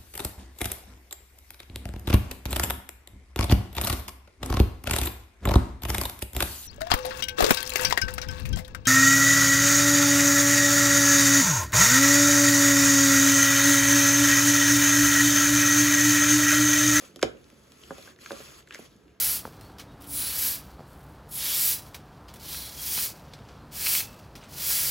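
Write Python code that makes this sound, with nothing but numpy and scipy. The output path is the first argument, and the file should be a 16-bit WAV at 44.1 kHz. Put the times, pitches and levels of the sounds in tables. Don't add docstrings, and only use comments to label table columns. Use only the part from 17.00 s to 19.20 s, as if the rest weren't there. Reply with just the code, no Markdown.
import sys
import numpy as np
from scipy import signal
from scipy.fft import rfft, irfft
from scipy.io import wavfile
from scipy.ndimage import uniform_filter1d

SR = 44100
rng = np.random.default_rng(int(sys.argv[2]) if len(sys.argv) > 2 else 0)


def voltage_ratio(decibels):
    exponent = np.asarray(decibels, float) / 20
    return 10 ** exponent


def digitize_waveform(pressure):
    field = np.atleast_2d(pressure).T
    bounded = np.clip(field, -1, 1)
    quanta = np.round(bounded * 32767).astype(np.int16)
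    wavfile.write(sys.argv[1], SR, quanta)


N = 97020


def evened(x):
    return x / np.sqrt(np.mean(x ** 2) + 1e-20)


def read(points, hz):
    f, value = np.transpose(points)
    return np.interp(np.log(hz + 1), np.log(f + 1), value)


def add(mix, s, sound):
    part = mix[round(s * SR):][:len(sound)]
    part += sound[:len(part)]


def peak(x, hz, q):
    return signal.lfilter(*signal.iirpeak(hz, q, SR), x)


def band(x, order, low_hz, high_hz):
    return signal.lfilter(*signal.butter(order, [low_hz, high_hz], "band", fs=SR), x)


def noise(spectrum, patch_db, flicker_db, same, size):
    frames, hz = 4 * N // size + 5, np.fft.rfftfreq(size, 1 / SR)
    a, b, c, d, patch = rng.standard_normal((frames, len(hz), 5)).T
    patch = uniform_filter1d(patch, size=6, axis=0)
    patch = evened(uniform_filter1d(patch, size=8, axis=1))
    flicker = evened(uniform_filter1d(rng.standard_normal(frames), size=4))
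    same = min(same, 1)
    left = a + 1j * b
    right = same * left + np.sqrt(1 - same ** 2) * (c + 1j * d)
    uneven_db = 2.7 * rng.standard_normal((len(hz), 1))
    level_db = read(spectrum, hz)[:, None] + uneven_db + patch_db * patch + flicker_db * flicker
    z = np.array([left, right]) * voltage_ratio(level_db)
    return evened(signal.istft(z, nperseg=size, noverlap=3 * size // 4)[1][:, :N])


# (frequency [Hz], level [dB])
HUM_COLOUR = [(30, -23), (46, 0), (200, -4.5), (430, -2.5), (680, -17.5), (1500, -19), (7000, -33.5),
              (16000, -39)]
# (frequency [Hz], level [dB])
MACHINE_TONES = [(139, -69), (183, -70)]


def hum():
    level_db, fade_at_s, fade_s, fade_db = -58, 2.1, 0.16, -4.5
    out = voltage_ratio(level_db) * noise(HUM_COLOUR, patch_db=1.5, flicker_db=.7, same=.8, size=2048)
    faded = np.clip((np.arange(N) / SR - fade_at_s) / fade_s, 0, 1)
    out = out * voltage_ratio(fade_db * faded)
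    for hz, db in MACHINE_TONES:
        waver = uniform_filter1d(rng.standard_normal((2, N)), size=3000)
        loudness, pitch = evened(uniform_filter1d(waver, size=3000))
        phase = 2 * np.pi * np.cumsum(hz * (1 + 0.02 * pitch)) / SR
        out += voltage_ratio(db + 3 * loudness) * np.sin(phase)
    return out


# (frequency [Hz], time to fall 60 dB [s])
ROOM_DECAY = [(100, 0.85), (400, 0.21), (1500, 0.31), (5000, 0.2), (12000, 0.23)]


def room(x):
    taps = np.zeros((2, SR // 2))
    at = np.arange(200, SR // 2 - 20, 20)
    at = at + rng.integers(0, 20, (2, len(at)))
    np.put_along_axis(taps, at, rng.choice([-1., 1.], at.shape), 1)
    hz, t, z = signal.stft(taps, SR, nperseg=256)
    decay = voltage_ratio(-60 * t / read(ROOM_DECAY, hz)[:, None])
    tail = signal.istft(z * decay, SR, nperseg=256)[1]
    return signal.fftconvolve(x[None], tail / np.linalg.norm(tail[0]), axes=1)[:, :N]


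# (time [s], level [dB])
SLIDE_PRESSURE = [(0, -63), (0.057, -62.5), (0.129, -78), (.24, -75), (.36, -77.5), (.68, -74),
                  (.86, -67.5), (1.03, -62.5), (1.111, -66), (1.173, -87.5), (1.213, -63), (1.378, -58),
                  (1.594, -64.5), (1.653, -83), (1.751, -65.5), (1.856, -65.5), (1.901, -78), (2.2, -94.5)]
# (frequency [Hz], level [dB])
SKIN_COLOUR = [(250, -1.5), (480, -2), (850, -11.5), (1400, -6.5), (4000, -5), (7000, -6), (11000, -8),
               (16000, -18.5)]
# (frequency [Hz], width [Hz], level [dB])
FINGER_RESONANCES = [(1316, 410, 3), (2200, 390, -11.5)]


def slide():
    level_db, catches_per_s, catch_db, catch_decay_s = 12.5, 2500, -10.5, .0008
    s, db = np.transpose(SLIDE_PRESSURE)
    caught = rng.random(N) < catches_per_s / SR
    catches = caught * voltage_ratio(4.9 * np.minimum(rng.exponential(1, N), 4))
    grit = evened(signal.lfilter([1], [1, -np.exp(-1 / (catch_decay_s * SR))], catches))
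    hiss = noise(SKIN_COLOUR, patch_db=2.0, flicker_db=0.3, same=0.5, size=512)
    hiss = hiss * (1 + voltage_ratio(catch_db) * grit)
    hiss = hiss + sum(voltage_ratio(gain_db) * peak(hiss, hz, hz / width) for hz, width, gain_db in FINGER_RESONANCES)
    return evened(hiss) * voltage_ratio(level_db + np.interp(np.arange(N) / SR, s, db))


# (time [s], length [s], centre [Hz], level [dB])
CARD_BRUSHES = [
    (0.215, 0.03, 2440, -47),
    (0.486, 0.051, 1510, -76),
    (1.064, 0.075, 1520, -59.5),
    (1.702, 0.08, 1670, -51),
    (1.732, 0.035, 4600, -61),
    (1.785, 0.02, 10500, -51),
    (1.889, 0.066, 3930, -66.5),
    (2.042, 0.13, 2640, -74),
]


def brushes():
    out, draws = np.zeros(N), rng.standard_normal((len(CARD_BRUSHES), 2, 8000))
    for (s, length, hz, db), (a, b) in zip(CARD_BRUSHES, draws):
        t = np.arange(0, min(length, .18), 1 / SR)
        grit = voltage_ratio(2.6 * evened(uniform_filter1d(b, size=60)))
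        rub = evened(peak(a * grit, hz, 3.5))
        add(out, s, voltage_ratio(db) * np.sin(np.pi * t / length) * rub[:len(t)])
    return out


def bend(gain, bend_s, size=4096):
    hz = np.fft.rfftfreq(size, 1 / SR)
    x = irfft(gain(hz) * np.exp(-4j * np.pi * bend_s * np.sqrt(1000 * hz)))
    return x[:size // 2] / abs(x).max()


# (frequency [Hz], level [dB])
BOX_PANELS = [(270.8, -3), (348, -2.5), (440, -6), (500, -9), (558.4, 2.5), (636.6, 1), (767, 2),
              (1030, -0.5), (1223, 8), (1480, 0), (1650, 14), (237, -9), (2100, 6)]


def ring(drive, ring_length, chance):
    t = np.arange(SR // 4) / SR
    t60_s = .11 * min(ring_length, 1.3)
    body = np.zeros(len(t))
    for (hz, db), (u, v) in zip(BOX_PANELS + BOX_PANELS, chance):
        decay = voltage_ratio(db + 2.5 * u - 60 * t * (hz / 400) ** .9 / t60_s)
        body += decay * np.sin(2 * np.pi * hz * (1 + .015 * v) * t)
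    x = signal.fftconvolve(drive, body)
    return x / abs(x).max()


# (time [s], peak level [dB], brightness [Hz], ring length [1], lowest panel moved [Hz])
BOX_KNOCKS = [(.023, -43.5, 680, 1.26, 296), (.162, -41, 650, 1.16, 245), (.25, -29.5, 483, 1.2, 232),
              (.35, -44, 630, 1.5, 200), (.529, -49, 450, 0.77, 199), (0.9081, -28.5, 1690, 0.7, 152),
              (.983, -42, 864, 1.23, 250), (1.076, -45.5, 1200, 1.41, 250), (1.308, -27, 2050, 0.59, 280),
              (1.3169, -29.5, 910, 0.95, 270), (1.4036, -40, 640, 0.545, 218), (1.755, -43, 663, 0.36, 297),
              (1.793, -37.5, 800, 0.4, 200), (1.82, -49.5, 495, 0.57, 146), (1.955, -52, 274, 1.52, 120),
              (0.2373, -21.5, 860, 0.57, 256), (0.9157, -35.5, 690, 0.917, 185),
              (1.331, -39.5, 800, 0.92, 282)]


def knocks():
    bend_s, settle_s, direct_db = 0.002173, 0.011915, -5
    out, draws = np.zeros(N), rng.standard_normal((len(BOX_KNOCKS), 2 * len(BOX_PANELS) + 4, 2))
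    soft = np.hanning(50) / 25
    for (s, db, hz, ring_length, low_hz), chance in zip(BOX_KNOCKS, draws):
        push = bend(lambda f: f ** 4 / (f ** 4 + low_hz ** 4) / (1 + (f / hz) ** 5), bend_s)
        wait, side = chance[-4:].T
        taps = np.zeros(SR // 20)
        taps[(abs(np.tanh(wait)) * settle_s * ring_length * SR).astype(int) + 40] = .45 * np.sign(side)
        taps = np.convolve(taps, soft)
        taps[0] = 1
        add(out, s - bend_s, voltage_ratio(db) * ring(np.convolve(push, taps), ring_length, chance))
        add(out, s - bend_s, voltage_ratio(db + direct_db) * push)
    return out


# (time [s], peak level [dB], ring [Hz], fizz [dB], sharpness of ring [Q])
FIBRE_CRACKS = [(0.1602, -33.5, 3400, 2.5, 1), (0.1924, -40.5, 1450, -1, 3.8), (0.2133, -44, 6200, 0, 2.6),
                (0.216, -46, 6100, 13, 1.8), (0.2196, -32, 1570, -17, 2), (0.3715, -52, 2400, -21, 1.6),
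                (0.4421, -49.5, 4800, -4, 2), (.5013, -49.5, 2210, 4, 1.4), (0.7198, -46.5, 5060, 5, 3.2),
                (.836, -36.5, 2900, -8, 1.3), (0.9817, -45, 4200, 5, 2.4), (1.0256, -42, 4470, -6, 3.3),
                (1.075, -41.5, 1570, -14, 9), (1.1617, -52.5, 1950, 2, 1.6), (1.1883, -46.5, 1670, -4, 2.4),
                (1.248, -46, 2520, -5, 1.6), (1.2604, -31.5, 1630, -14, 5.6),
                (1.3188, -37.5, 4000, 9.5, 1.5), (1.383, -44.5, 2960, -1, 1.8), (1.625, -52, 3080, -9, 1.7),
                (1.6734, -44, 1730, -3.5, 5.5), (1.6872, -50, 7300, 1, 1.2), (1.708, -28.5, 1900, -19, 1.5),
                (1.7237, -39.5, 1850, -5, 2.5), (1.7272, -47, 3260, -14, 2.8), (1.736, -41, 2800, -6, 3),
                (1.7405, -36, 2000, 2, 1.4), (1.7459, -30.5, 2020, 1.5, 3.6), (1.755, -37, 2070, 1, 5.9),
                (1.7584, -41.5, 1910, -11, 5), (1.7694, -55, 2840, -8, 2.2), (1.7796, -49, 3000, -16, 4),
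                (1.9636, -55, 6100, 3, 1.7), (2.0803, -53.5, 2500, -13, 1.4), (1.7235, -37, 3100, -9, 5.4),
                (1.7466, -41, 5300, -12, 5.2), (1.753, -41, 5200, -6, 6.3), (1.2604, -32.5, 2660, -4, 2),
                (0.1682, -44, 6300, -6, 2.8), (.2288, -22.5, 2100, -23, 9.2)]


def cracks():
    scatter_db, rise_s, scatter_t60_s, fizz_t60_s = -6.5, 0.00034, 0.015, .009
    out, t = np.zeros(N), np.arange(2000) / SR
    draws = rng.standard_normal((len(FIBRE_CRACKS), 2, 2000))
    click = bend(lambda f: f / (f + 800), .0007)[:2000]
    rise = np.minimum(t / rise_s, 1)
    for (s, db, hz, fizz_db, q), (a, b) in zip(FIBRE_CRACKS, draws):
        drive = click + voltage_ratio(scatter_db) * a * rise * voltage_ratio(-60 * t / scatter_t60_s)
        tone = peak(peak(drive, hz, 1.5), hz, max(q, .7))
        fizz = band(b, 1, 2400, 7000) * rise * voltage_ratio(-60 * t / fizz_t60_s)
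        add(out, s, voltage_ratio(db) * (tone / abs(tone).max() + voltage_ratio(fizz_db) * fizz / abs(fizz).max()))
    return out


# (frequency [Hz], level [dB])
SNAP_COLOUR = [(180, -42), (255, -0.5), (480, 2.5), (900, -5), (1550, -12.5), (4000, -13), (6800, -18.5),
               (16000, -42)]
# (delay [s], level [dB])
EDGE_RETURNS = [
    (.00057, -6),
    (.0011, -8),
    (.0019, -10),
    (.0042, -17),
    (.0085, -22),
]
TABLE_TONES = [62, 108]


def snap():
    snap_s, snap_db, ring_db = .2262, -12, -23.5
    thud_s, thud_db, thud_t60_s = .243, -37, .14
    out, t = np.zeros(N), np.arange(8000) / SR
    push = bend(lambda f: voltage_ratio(read(SNAP_COLOUR, f)), .0041)
    add(out, snap_s, voltage_ratio(snap_db) * push)
    for k, (delay, db) in enumerate(EDGE_RETURNS):
        add(out, snap_s + delay, (-1) ** k * voltage_ratio(snap_db + db) * push)
    chance = rng.standard_normal((2 * len(BOX_PANELS), 2))
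    add(out, snap_s, voltage_ratio(snap_db + ring_db) * ring(push, 1.0, chance))
    splinters = band(rng.standard_normal(len(t)), 2, 1000, 7500)
    decay = voltage_ratio(-30.0 - 60 * t / 0.024) + voltage_ratio(-23.0 - 60 * t / 0.062)
    add(out, snap_s + 0.001404, splinters * decay)
    thud = sum(np.sin(2 * np.pi * hz * t) for hz in TABLE_TONES)
    add(out, thud_s, thud * np.minimum(t / 0.0041, 1) * voltage_ratio(thud_db - 60 * t / thud_t60_s))
    return out


def scene():
    card = cracks() + brushes() + knocks() + snap()
    return card + voltage_ratio(-11) * room(card) + slide() + hum()


def roll_off(x):
    return signal.sosfilt(signal.butter(12, 16960, fs=SR, output="sos"), x)


# (frequency [Hz], phase [rad])
PORT_LEAD = [(100, 0), (3500, 0), (5100, 1.7), (6200, .6)]
# (frequency [Hz], level [dB])
PORT_TILT = [(120, .5), (380, -3.5), (1290, -.6), (4400, 1.8), (6500, 0)]
# (frequency [Hz], level [dB])
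STRAY_SIDE = [(30, -10), (100, -9), (300, 2), (3000, 3), (5500, -2), (6800, -24), (16000, -20)]


def record(dry):
    comb_hz, comb_step_hz, top_hz, bottom_hz = 6850, 2150, 15650, 38
    hz, half = np.fft.rfftfreq(N, 1 / SR), np.array([[.5], [-.5]])
    left, right = rfft(dry)
    pair = (left + right) / 2 + half * (left - right) * voltage_ratio(read(STRAY_SIDE, hz))
    slip = np.pi * (comb_hz - hz) / comb_step_hz
    low_lead = read(PORT_LEAD + [(comb_hz, 0)], hz)
    lead = np.where(hz < comb_hz, low_lead, slip - .47 * np.sin(2 * slip))
    ports = voltage_ratio(half * read(PORT_TILT, hz)) * np.exp(1j * half * lead)
    ports = ports / (1 + (hz / top_hz) ** 60) / (1 + (bottom_hz / (hz + 1)) ** 6)
    return roll_off(irfft(pair * ports, N))


dry = scene()
out = record(dry)
digitize_waveform(out)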